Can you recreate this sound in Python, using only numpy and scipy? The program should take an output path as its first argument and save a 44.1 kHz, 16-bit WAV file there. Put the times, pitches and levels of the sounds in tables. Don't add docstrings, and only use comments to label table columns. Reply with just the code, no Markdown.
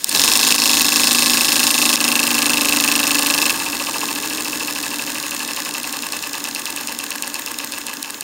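import sys
import numpy as np
from scipy import signal
from scipy.fft import rfft, irfft, next_fast_len
from scipy.io import wavfile
from scipy.ndimage import uniform_filter1d, map_coordinates

SR = 44100
rng = np.random.default_rng(int(sys.argv[2]) if len(sys.argv) > 2 else 0)


def boost(x):
    u = np.asarray(x, float) / 20
    return 10 ** u


def pcm_store(signal):
    levels = np.round(np.clip(np.atleast_2d(signal), -1, 1) * 32767)
    wavfile.write(sys.argv[1], SR, levels.astype(np.int16).T)


N = 362937
T_S = np.arange(N) / SR

# (frequency [Hz], density [dB per Hz])
AIR_SPECTRUM = [(12, -56), (20, -19), (145, -13.5), (286, 0), (392, -8), (600, -11.5), (780, -12),
                (1320, -120)]
STEAM_SPECTRUM = [(880, -35), (1500, -6), (2390, -12.5), (3150, -10), (5330, -25), (6760, -4), (9650, -22),
                  (16000, -11)]

# (frequency [Hz], width [Hz], level [dB])
BENCH_MODES = [(138, 36, -22), (239.4, 5.2, 1), (287.3, 8.8, 2.5), (311, 36, -8), (425, 51, -17)]
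FRAME_MODES = [(455, 35, -10), (560, 35, -6), (680, 80, -14), (770, 45, -8), (845, 50, -5), (908, 40, -1),
               (1085, 80, -2), (1210, 50, -3), (1330, 120, -12)]
BRACKET_MODES = [(1480, 120, -12), (1655, 60, 0), (1770, 70, -4), (1880, 90, -11), (2010, 90, -5)]
ROD_MODES = [(2250, 260, -16), (2645, 115, 0), (3090, 240, -11)]
LINK_MODES = [(3330, 300, -6), (3700, 320, -2), (4100, 300, -1), (4450, 300, -2), (5150, 320, 0),
              (5850, 600, -5), (6450, 500, -4), (7200, 500, -5)]
PIN_MODES = [(8230, 970, -3), (9380, 1350, -3), (12900, 5100, -9.5), (14300, 330, -15)]
# (frequency [Hz], width [Hz], level [dB])
HOUSING_NOTCHES = [(7700, 170, -11), (11100, 900, -3), (14450, 200, -8)]

# (time [s], rate [turns/s])
CRANK_SPEED = [(.1, 18.3), (.25, 25), (.35, 26.46), (1, 26.488), (1.55, 27.082), (2, 26.601),
               (3.47, 25.754), (3.55, 18.337), (3.68, 14.886), (3.85, 13.953), (4.5, 13.365), (5.5, 11.779),
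               (6.35, 9.203), (6.72, 9.391), (6.95, 8.602), (7.45, 8.326), (8, 5.99), (8.45, 4.148)]
# (time [s], shake [dB], bench [dB])
EFFORT_CURVE = [(0, -41.5, -51), (.065, -34, -32), (.095, -26.5, -36), (.15, -24.5, -42), (.45, -26.5, -33),
                (1.3, -26.5, -28.5), (2.1, -27, -29), (3.46, -27, -28.5), (3.66, -30.5, -34),
                (4.3, -32, -29), (5.1, -33, -34.5), (6.1, -34.5, -40), (7.6, -36, -41.5),
                (8.23, -39, -42.5)]
# (crank angle [turns], racing [dB], throttled [dB])
BENCH_PUSHES = [
    (.06, 11, 4),
    (.42, -17, 7),
    (.68, -29, 7.5),
]
# (crank angle [turns], racing [dB], throttled [dB])
BRACKET_HITS = [
    (.006, -31, -35.5),
    (.11, -28, -29),
    (.25, -50, -45),
    (.39, -23, -34),
    (.428, -43, -27),
    (.68, -28.5, -35),
    (.8, -49, -40.5),
]

# (crank angle [turns], frame [dB], rod [dB], link [dB], pin [dB])
LOOSE_HITS = [(.007, -31, -22, -17, -23), (.045, -40, -9, -12, -26), (.056, -38, -26, -9, -18),
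              (.105, -29, -25, -22, -26), (.175, -30, -31, -17, -19), (.242, -31, -25, -19, -8),
              (.302, -40, -15, -26, -34), (.314, -37, -28, -14, -22), (.388, -34, -33, -23, -22),
              (.545, -33, -28, -10, -14), (.598, -38, -37, -19, -15), (.714, -34, -37, -19, -28),
              (.729, -39, -51, -15, -20), (.91, -38, -38, -23, -18)]
SEATED_HITS = [(.005, -44, -22, -38, -38), (.044, -43, -9, -10, -19), (.063, -35, -23, -16, -17),
               (.112, -27, -27, -24, -33), (.183, -31, -33, -16, -15), (.244, -24, -27, -18, -7),
               (.304, -48, -11, -19, -25), (.324, -44, -25, -20, -23), (.39, -30, -31, -27, -22),
               (.557, -40, -38, -29, -23), (.608, -35, -41, -28, -18), (.694, -29, -34, -16, -25),
               (.734, -33, -41, -24, -18), (.92, -40, -47, -24, -19)]
THROTTLED_HITS = [(.045, -45, -24, -23, -26), (.093, -36, -18, -28, -28), (.124, -36, -32, -34, -36),
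                  (.193, -36, -44, -30, -28), (.28, -34, -43, -29, -25), (.356, -37, -23, -26, -22),
                  (.424, -38, -26, -26, -25), (.438, -40, -36, -23, -20), (.634, -45, -29, -21, -22),
                  (.665, -42, -42, -26, -24), (.777, -39, -36, -24, -22), (.957, -53, -44, -27, -22),
                  (.98, -51, -45, -25, -22)]
CRAWLING_HITS = [(.075, -56, -25, -32, -39), (.112, -37, -21, -36, -45), (.115, -35, -31, -24, -32),
                 (.186, -44, -30, -24, -30), (.299, -46, -29, -34, -39), (.375, -35, -28, -35, -40),
                 (.423, -35, -26, -26, -27), (.458, -43, -48, -27, -17), (.658, -46, -26, -25, -29),
                 (.671, -43, -42, -31, -37), (.806, -38, -46, -33, -45), (1.004, -50, -33, -26, -22),
                 (1.009, -48, -40, -19, -16)]
# (time [s], peak [dB], rod [dB], pin [dB], overload [dB])
STRAY_HITS = [(0.0436, 1.5, -27, -5, 13), (0.084, -13, -15, -13, 3.5), (0.0927, -2, -25, -8, -1.5),
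              (0.096, -5, -27, -6, 8), (0.1133, -4, -12, -17, -0.5), (0.1264, -4, -17, -13, 0.5),
              (0.3733, -7, -33, -2, 4), (0.5228, 4, -13, -16, 6), (0.5608, -5, -16, -6, 8.5),
              (0.82, -12, -36, 0, 5), (0.891, -6, -32, -9, 7.5), (1.13, -10, -30, 0, -0.5),
              (1.455, -11, -28, -17, -1.5), (1.7117, -8, -34, -4, 4.5), (1.9572, 3, -21, -19, 12)]

START_TURN, LAST_TURN, VALVE_S = -2.7254, 140, 3.52
SEATING_S, SEATED_S = (0.82, 1.8), 1.96
SLOW_TURN_S, TIRED_TURN_S = (.07, .116), .13


def unit(x):
    return x / np.sqrt(np.mean(x ** 2) + 1e-20)


def curves(rows):
    s, *columns = np.transpose(rows)
    return [np.interp(T_S, s, column) for column in columns]


def wobble(rate_hz):
    knots = rng.standard_normal(int(N * rate_hz / SR) + 4)
    return map_coordinates(knots, [T_S * rate_hz])


def filtered(x, response):
    m = next_fast_len(N + SR // 2)
    return irfft(rfft(x, m) * response(np.fft.rfftfreq(m, 1 / SR)), m)[:N]


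def coloured(spectrum):
    f, db = np.transpose(spectrum)
    shape = lambda hz: boost(np.interp(np.log(hz + 1), np.log(f + 1), db))
    return unit(filtered(rng.standard_normal(N), shape))


def rung(x, modes, steep):
    low_hz, high_hz = modes[0][0] / steep, modes[-1][0] * steep

    def response(f):
        skirt = (1j * f / (low_hz + 1j * f)) ** 2 * (high_hz / (high_hz + 1j * f)) ** 2
        body = 0
        for k, (hz, width_hz, db) in enumerate(modes):
            damping = 1j * f * width_hz
            body = body + (-1) ** k * boost(db) * damping / (hz * hz - f * f + damping)
        return body * skirt

    ring = irfft(response(np.fft.rfftfreq(8192, 1 / SR)))
    return filtered(x, response) / np.sqrt(uniform_filter1d(ring ** 2, size=20).max())


def blows(s, db, chatter, chatter_s, way=1):
    t = np.arange(160) / SR
    decay = np.exp(-t / chatter_s) / np.sqrt(chatter_s * SR / 2)
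    shape = chatter * rng.standard_normal((len(s), len(t))) * decay
    shape[:, 0] = way
    at = np.round(s * SR).astype(int)[:, None] + np.arange(len(t))
    return np.bincount(at.ravel(), (boost(db)[:, None] * shape).ravel(), N + SR)[:N]


def crank_turns():
    s, rate = np.transpose(CRANK_SPEED)
    return START_TURN + np.cumsum(np.interp(np.arange(N + SR // 2) / SR, s, rate)) / SR


def crank_angle():
    return crank_turns()[:N] % 1


def crank_time(turns):
    done = crank_turns()
    return np.interp(turns, done, np.arange(len(done)) / SR)


def every_turn(rows, scatter_db):
    angle, racing_db, throttled_db = np.transpose(rows)
    s = crank_time(np.arange(LAST_TURN)[:, None] + angle)
    db = np.where(s < VALVE_S, racing_db, throttled_db) + scatter_db * rng.standard_normal(s.shape)
    return s.ravel(), db.ravel()


def room_air(shake_db):
    return boost(1.048 * shake_db - 5.5) * coloured(AIR_SPECTRUM)


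def steam(shake_db):
    leak_db = -19.5 + 0.87 * (shake_db - shake_db.max()) - 5.5
    puff_db = 5 * np.exp(-((crank_angle() - .63) / .05) ** 2)
    return boost(leak_db + puff_db + 1.9 * wobble(40)) * coloured(STEAM_SPECTRUM)


def bench(bench_db):
    s, db = every_turn(BENCH_PUSHES, scatter_db=1.04)
    push = np.bincount(np.round(s * SR).astype(int), boost(db), N + SR)[:N]
    push /= np.sqrt(np.abs(uniform_filter1d(push ** 2, SR // 2)) + 1e-9)
    hum = unit(rung(push + .18 * rng.standard_normal(N), BENCH_MODES, steep=2.2))
    calm = uniform_filter1d(1. * (T_S > 3.44) * (T_S < 5.36), size=SR // 5)
    lower = filtered(hum, lambda f: np.exp(-((f - 246) / 30) ** 2))
    return boost(bench_db) * (hum - 0.58 * calm * lower)


def bearing(shake_db):
    spots = np.column_stack([rng.uniform(0, 1, 40), 3 * rng.standard_normal((40, 2))])
    s, db = every_turn(spots, scatter_db=1)
    rub = unit(rung(blows(s, db, 0, .001), FRAME_MODES, steep=1.6))
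    return (T_S < VALVE_S) * boost(shake_db - 7) * rub


def contacts(first, second, share, turns, play_turns):
    first, second = np.array(first), np.array(second)
    rows = first + share[:, None, None] * (second - first)
    angle = turns[:, None] + rows[..., 0] + play_turns * rng.standard_normal(rows.shape[:2])
    return crank_time(angle).ravel(), rows[..., 1:].reshape(-1, 4)


def joint_knocks():
    turns = np.arange(LAST_TURN)
    start = crank_time(turns)
    racing = start < VALVE_S
    seated = np.interp(start, SEATING_S, (0, 1))
    slowed = np.interp(crank_time(turns + 1) - start, SLOW_TURN_S, (0, 1))
    fast_s, fast_db = contacts(LOOSE_HITS, SEATED_HITS, seated[racing], turns[racing], play_turns=.002)
    slow_s, slow_db = contacts(THROTTLED_HITS, CRAWLING_HITS, slowed[~racing], turns[~racing], play_turns=.0033)
    stray_s, peak, rod, pin, _ = np.transpose(STRAY_HITS)
    stray_db = np.transpose([peak - 25, peak + rod + 6, peak - 9, peak + pin + 6])
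    s = np.concatenate([fast_s, slow_s, stray_s])
    db = np.concatenate([fast_db + 1, slow_db + 3.5, stray_db])
    db = db + .6 * rng.standard_normal((len(s), 1)) + .7 * rng.standard_normal(db.shape)
    stroke = abs(np.interp(s, T_S, crank_angle()) - .3) < .08
    db[:, 0] += 13 * stroke * np.exp(-((s - 3.98) / .17) ** 2)
    db[:, 2] += 1.5 * (s < SEATED_S)
    turn_s = crank_time(np.interp(s, start, turns) + 1) - s
    db -= 6 * np.log10(np.maximum(1, turn_s / TIRED_TURN_S))[:, None]
    return s, db


def linkage(shake_db):
    s, db = joint_knocks()
    frame, rod, link, pin = [(s, part_db) for part_db in db.T]
    bracket = every_turn(BRACKET_HITS, scatter_db=1.1)
    rattle_s = rng.uniform(0, N / SR, 20000)
    rattle_size_db = 2.1 * rng.exponential(size=len(rattle_s))
    load = np.cos(2 * np.pi * (crank_angle() - .28))
    hush_db = -5 * (T_S < VALVE_S)
    jingle_db = 6 * (T_S < SEATED_S)
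    # (modes, hits, strike direction, knock [dB], rattle [dB], swing [dB], chatter share, chatter decay [s])
    parts = [(FRAME_MODES, frame, 1, -1, -4 + hush_db, 3, .2, .001),
             (BRACKET_MODES, bracket, 1, -1.5, -8, 3, .25, .001),
             (ROD_MODES, rod, -1, -3, -7, 4, .25, .001),
             (LINK_MODES, link, 1, -1.5, -2.5 + jingle_db, 2.5, .7, .0011),
             (PIN_MODES, pin, 1, -1.5, -3 + jingle_db, 1.5, .6, .0007)]
    out = 0
    for modes, (hit_s, hit_db), way, knock_db, rattle_db, swing_db, chatter, chatter_s in parts:
        strikes = blows(hit_s, hit_db + knock_db, chatter, chatter_s, way)
        ways = rng.choice([-1, 1], len(rattle_s))
        shaking = blows(rattle_s, rattle_size_db, chatter, chatter_s, ways)
        rattle = unit(rung(shaking, modes, steep=1.4))
        rattle_level = boost(shake_db + rattle_db + swing_db * load)
        out = out + rung(strikes, modes, steep=1.4) + rattle_level * rattle
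    return out


def scene():
    shake_db, bench_db = curves(EFFORT_CURVE)
    background = room_air(shake_db) + steam(shake_db) + bench(bench_db)
    return (background + bearing(shake_db) + linkage(shake_db))[None]


def low_pass(x):
    return signal.sosfilt(signal.butter(12, 16450, fs=SR, output="sos"), x)


def record(dry):
    def housing(f):
        dips_db = sum(db * np.exp(-((f - hz) / width_hz) ** 2) for hz, width_hz, db in HOUSING_NOTCHES)
        return boost(dips_db) / (1 + (f / 15800) ** 200)

    x = filtered(dry[0], housing)
    duck_db = 0
    for s, *_, overload_db in STRAY_HITS:
        duck_db = duck_db + abs(overload_db) * (T_S > s + .0015) * np.exp(-np.abs(T_S - s) / 0.021)
    x = x * boost(-uniform_filter1d(duck_db, 40))
    x = x / (1 + np.abs(x / 1.02) ** 8) ** (1 / 8)
    return low_pass(x[None])


dry = scene()
out = record(dry)
pcm_store(out)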